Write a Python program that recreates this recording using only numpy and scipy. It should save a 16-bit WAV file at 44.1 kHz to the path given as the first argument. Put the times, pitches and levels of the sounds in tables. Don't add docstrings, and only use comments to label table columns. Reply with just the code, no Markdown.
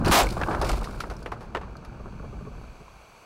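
import sys
import numpy as np
from scipy import signal
from scipy.fft import rfft, irfft, next_fast_len
from scipy.io import wavfile

SR = 44100
rng = np.random.default_rng(int(sys.argv[2]) if len(sys.argv) > 2 else 0)


def log_audio(samples):
    frames = np.atleast_2d(samples).T
    limited = np.clip(frames, -1, 1)
    pcm = np.round(limited * 32767).astype(np.int16)
    wavfile.write(sys.argv[1], SR, pcm)


N = 143325


def amp(db):
    return 10 ** (np.asarray(db) / 20)


def unit(x):
    return x / np.sqrt(np.mean(x ** 2) + 1e-20)


def curves(rows, dies_db_per_s=0):
    time_s, *columns = np.transpose(rows)
    t = np.arange(N) / SR
    fall_db = dies_db_per_s * np.clip(t - time_s[-1], 0, None)
    return [np.interp(t, time_s, column) - fall_db for column in columns]


def coloured(x, points):
    m = next_fast_len(N + 8192)
    hz, db = np.transpose(points)
    bins_hz = np.fft.rfftfreq(m, 1 / SR)
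    gain = amp(np.interp(np.log(bins_hz + 1), np.log(hz + 1), db, left=-90, right=-90))
    return unit(irfft(rfft(x, m) * gain, m)[:N])


def gritty(rate_per_s, spread_db, t60_s, bed):
    sizes = amp(spread_db * rng.exponential(size=N))
    ticks = (rng.random(N) < rate_per_s / SR) * sizes
    t = np.arange(SR // 10) / SR
    grains = unit(signal.fftconvolve(ticks, amp(-60 * t / t60_s))[:N])
    return (bed + grains) * rng.standard_normal(N)


def band(x, lo_hz, hi_hz):
    return signal.sosfilt(signal.butter(2, [lo_hz, hi_hz], "band", fs=SR, output="sos"), x)


def highpass(order, cutoff_hz):
    return signal.butter(order, cutoff_hz, "high", fs=SR, output="sos")


def add_at(out, start_s, sound):
    out[round(start_s * SR):][:len(sound)] += sound


# (time [s], boom level [dB], rumble level [dB])
SHELL_SHAKE = [(0, -24, -24.5), (.1, -25.5, -20.5), (.3, -36.5, -36), (.6, -27, -34.5), (.75, -33, -34.5),
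               (.82, -34.5, -40), (1.1, -41.5, -41.5), (1.45, -47.5, -44.5), (1.6, -40, -44),
               (1.95, -43, -47), (2.3, -35.5, -39), (2.68, -45, -48), (2.78, -45.5, -57.5),
               (3.25, -68, -64.5)]
# (frequency [Hz], relative density [dB per Hz])
BOOM_SPECTRUM = [(15, 3), (30, 5.5), (47, 8), (62, 7), (85, -20)]
RUMBLE_SPECTRUM = [(50, -26), (80, 8), (140, 6), (220, 3), (320, -13)]
# (time [s], peak level [dB])
SHELL_BLOWS = [(0.0142, -14), (0.093, -12), (.214, -19.5), (0.258, -23), (0.719, -19.5), (1.085, -29)]
# (frequency [Hz], relative level [dB], t60 [s], swell [s])
SHELL_MODES = [(46.3, 0.5, 0.21, 0.015), (286, -9, .05, 0.0036)]


def shell():
    out, t = np.zeros(N + SR), np.arange(SR // 2) / SR
    ring = np.zeros(len(t))
    for hz, db, t60_s, swell_s in SHELL_MODES:
        envelope = amp(db - 60 * t / t60_s) * (1 - np.exp(-t / swell_s))
        ring += envelope * np.sin(2 * np.pi * hz * t)
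    ring /= np.abs(ring).max()
    for s, db in SHELL_BLOWS:
        add_at(out, s, amp(db) * ring)
    boom_db, rumble_db = curves(SHELL_SHAKE)
    boom = amp(boom_db) * coloured(rng.standard_normal(N), BOOM_SPECTRUM)
    rumble = amp(rumble_db) * coloured(rng.standard_normal(N), RUMBLE_SPECTRUM)
    return out[:N] + boom + rumble


# (time [s], level [dB])
CRUMPLE_LEVEL = [(0, -33.5), (.036, -32), (.07, -19), (.3, -34.5), (.46, -34), (.5, -26.5), (.58, -35),
                 (.63, -25.5), (.72, -35.5), (.8, -37.5), (1.3, -49), (2.4, -49.5), (2.75, -57)]
GLASS_RAIN_LEVEL = [(.03, -57.5), (.1, -32.5), (.3, -45.5), (.58, -54), (.7, -39), (.8, -52), (1.2, -61.5),
                    (1.5, -70.5)]
# (frequency [Hz], relative density [dB per Hz])
CRUNCH_SPECTRUM = [(180, -19), (330, 3.5), (600, -1.5), (1200, -5), (1550, -7.5), (2000, -29), (3000, -30)]
SHOWER_SPECTRUM = [(1300, -21), (2300, 4.5), (3200, -5.5), (4500, -0.5), (6000, -6.5), (9000, -8.5),
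                   (16000, -20)]
DIES_DB_PER_S = 17


def debris():
    crunch_db, = curves(CRUMPLE_LEVEL, DIES_DB_PER_S)
    shower_db, = curves(GLASS_RAIN_LEVEL, DIES_DB_PER_S)
    crunch = coloured(gritty(rate_per_s=80, spread_db=1.7, t60_s=0.039, bed=1.0), CRUNCH_SPECTRUM)
    shower = coloured(gritty(rate_per_s=700, spread_db=4.5, t60_s=0.016, bed=0.68), SHOWER_SPECTRUM)
    return amp(crunch_db) * crunch + amp(shower_db) * shower


# (time [s], level [dB], thud gain over it [dB], sparkle gain over it [dB], crack and sparkle t60 [s])
PART_HITS = [(0.047, -18, -20, -13, 0.28), (0.4147, -29.5, 12, -21, 0.046), (0.435, -15, -7.5, -23, 0.02),
             (0.511, -41, 17, -3, 0.16), (0.5485, -30, 11, -5, 0.015), (0.6145, -24.5, 2.5, 2, 0.067),
             (0.645, -24.5, -8, -5.5, 0.12), (0.6941, -31, 10, 7, 0.053), (0.73, -29, 7, -4, 0.062),
             (0.843, -28, -17, -5, 0.1), (1.0031, -21.5, -17, -7, 0.086), (1.0382, -46, 19.5, -15, 0.033),
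             (1.0998, -36, 3.5, -3.5, 0.12), (1.2606, -22, -4, -23, 0.055),
             (1.3189, -29.5, 4, -13.5, 0.073), (1.4071, -52.5, 12.5, 2.5, 0.22),
             (1.5497, -26.5, 9.5, -27, 0.035), (1.5604, -30.5, 11, -21, 0.016),
             (1.5694, -33, 12, -25, 0.039), (1.6125, -39, 1.5, -19, 0.16), (1.849, -37, -14, -5.5, 0.054)]
CONTACT, THUD_T60_RATIO = 3.4, 1.59


def parts():
    out, t = np.zeros(N + SR), np.arange(SR // 5) / SR
    contact = CONTACT * (t == 0) * [[1], [.3], [2]]
    for s, db, thud_db, sparkle_db, t60_s in PART_HITS:
        a, b, c = rng.standard_normal((3, len(t))) * amp(-60 * t / t60_s) + contact
        crack = 0.68 * band(a, 1410, 2820)
        sparkle = amp(sparkle_db) * (band(b, 3580, 6350) + 0.33 * band(b, 5500, 10560))
        slower_decay_db = 60 * t / t60_s * (1 - 1 / THUD_T60_RATIO)
        thud = 3 * band(c * amp(thud_db + slower_decay_db), 328, 1184)
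        add_at(out, s, amp(db) * (crack + sparkle + thud))
    return out[:N]


# (time [s], level [dB], ring frequency [Hz])
GLASS_PINGS = [(0.061, -19.5, 4370), (0.0842, -23, 4680), (0.232, -22.5, 7500), (0.307, -27.5, 4600),
               (0.323, -33, 5160), (1.166, -40.5, 5450), (1.2276, -36.5, 4640), (1.7677, -40.5, 4400)]
PING_T60_S, PING_WIDTH_RATIO = 0.026, 1.08


def glass():
    out, t = np.zeros(N + SR), np.arange(SR // 10) / SR
    for s, db, hz in GLASS_PINGS:
        a, b = rng.standard_normal((2, len(t))) * amp(-60 * t / PING_T60_S)
        tick = 0.4 * band(a, 2300, 9500)
        ring = 2.0 * band(b, hz / PING_WIDTH_RATIO, hz * PING_WIDTH_RATIO)
        add_at(out, s, amp(db) * (tick + ring))
    return out[:N]


# (frequency [Hz], relative density [dB per Hz])
BLAST_SPECTRUM = [(100, -12), (400, -1), (650, -0.5), (1100, 4.5), (1500, -5), (2600, -7.5), (5000, -13.5),
                  (16000, -30.5)]
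BLAST_START_S, BLAST_ATTACK_S, BLAST_HOLD_S = 0.1085, 0.013, 0.072
BLAST_DB, BLAST_FALL_DB_PER_S = -2.5, 678


def airbag():
    t = np.arange(N) / SR - BLAST_START_S
    fall_db = BLAST_FALL_DB_PER_S * np.clip(t - BLAST_ATTACK_S - BLAST_HOLD_S, 0, None)
    roar = coloured(rng.standard_normal(N), BLAST_SPECTRUM)
    fill = np.clip(t / BLAST_HOLD_S - .45, 0, 1)
    roar = roar + 1.67 * fill * band(roar, 585, 795)
    attack = np.clip(t / BLAST_ATTACK_S, 0, 1) ** 2
    return attack * amp(BLAST_DB - fall_db) * roar


# (time [s], level [dB], frequency [Hz])
TRIM_KNOCKS = [(0.269, -22.5, 2220), (0.377, -21.5, 1150), (0.413, -22, 1720), (.4345, -17.5, 1590),
               (0.484, -22.5, 870), (.602, -25, 610), (0.873, -23.5, 1180), (1.006, -17, 1350),
               (1.322, -21, 1110), (1.552, -27, 2880), (1.634, -31, 1100), (1.754, -31.5, 1280),
               (1.853, -38, 1290), (1.896, -39.5, 1430), (2.197, -35, 1380), (2.881, -35, 1050)]
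TRIM_T60_S, TRIM_RISE_S = 0.02, 0.00042


def trim():
    out, t = np.zeros(N + SR), np.arange(SR // 10) / SR
    rise = 1 - np.exp(-t / TRIM_RISE_S)
    for s, db, hz in TRIM_KNOCKS:
        add_at(out, s, amp(db - 60 * t / TRIM_T60_S) * rise * np.sin(2 * np.pi * hz * t))
    return out[:N]


# (time [s], level [dB], treble gain [dB])
STEAM_CURVE = [(.8, -60, -16), (2.1, -55.5, -3), (3.25, -53, 2)]
# (frequency [Hz], relative density [dB per Hz])
STEAM_SPECTRUM = [(250, -12.5), (600, -2.5), (1100, -3.5), (1500, -8), (1950, -18.5), (2350, -5),
                  (2700, -11), (3180, -19.5), (3320, -14.5), (3460, -21), (4420, -16.5), (4570, -10),
                  (4760, -23), (5400, -23), (6300, -17), (6900, -26.5), (7900, -21.5), (8500, -31),
                  (9300, -25.5), (10300, -32), (11300, -27.5), (12500, -35), (16000, -37)]


def steam():
    level_db, treble_db = curves(STEAM_CURVE)
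    hiss = coloured(rng.standard_normal(N), STEAM_SPECTRUM)
    treble = signal.sosfiltfilt(highpass(2, 7500), hiss)
    return amp(level_db) * (hiss + (amp(treble_db) - 1) * treble)


# (time [s], level [dB])
ENGINE_SHUDDERS = [(1.998, -34), (2.197, -34.5), (2.239, -32), (2.325, -31.5), (2.407, -30.5),
                   (2.469, -30.5), (2.63, -39.5), (2.718, -44), (2.802, -39)]
# (mean frequency [Hz], mean relative level [dB], t60 [s])
MOUNT_MODES = [(136.5, 3.5, 0.067), (230.4, 4, 0.057), (423, 1, 0.057), (610, -5.5, 0.08),
               (1093, -0.5, 0.042)]


def engine():
    out, t = np.zeros(N + SR), np.arange(SR // 4) / SR
    rise = 1 - np.exp(-t / 0.0071)
    for s, db in ENGINE_SHUDDERS:
        ring = np.zeros(len(t))
        for mean_hz, mean_db, t60_s in MOUNT_MODES:
            mode_db = mean_db + rng.normal(0, 2.3)
            hz = mean_hz * rng.normal(1, 0.042)
            ring += amp(mode_db - 60 * t / t60_s) * np.sin(2 * np.pi * hz * t)
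        add_at(out, s, amp(db) * ring * rise)
    return out[:N]


def scene():
    crash = shell() + debris() + parts() + glass() + airbag() + trim()
    return (crash + steam() + engine())[None]


CLIP_TOP, CLIP_HARDNESS = 0.15, 26
COUPLING_HZ, TOP_HZ = 11, 15746


def record(dry):
    x = dry / (1 + np.abs(dry / CLIP_TOP) ** CLIP_HARDNESS) ** (1 / CLIP_HARDNESS)
    x = signal.sosfilt(highpass(1, COUPLING_HZ), x)
    m = next_fast_len(N + 8192)
    passed = np.fft.rfftfreq(m, 1 / SR) < TOP_HZ
    return irfft(rfft(x, m) * passed, m)[:, :N]


dry = scene()
out = record(dry)
log_audio(out)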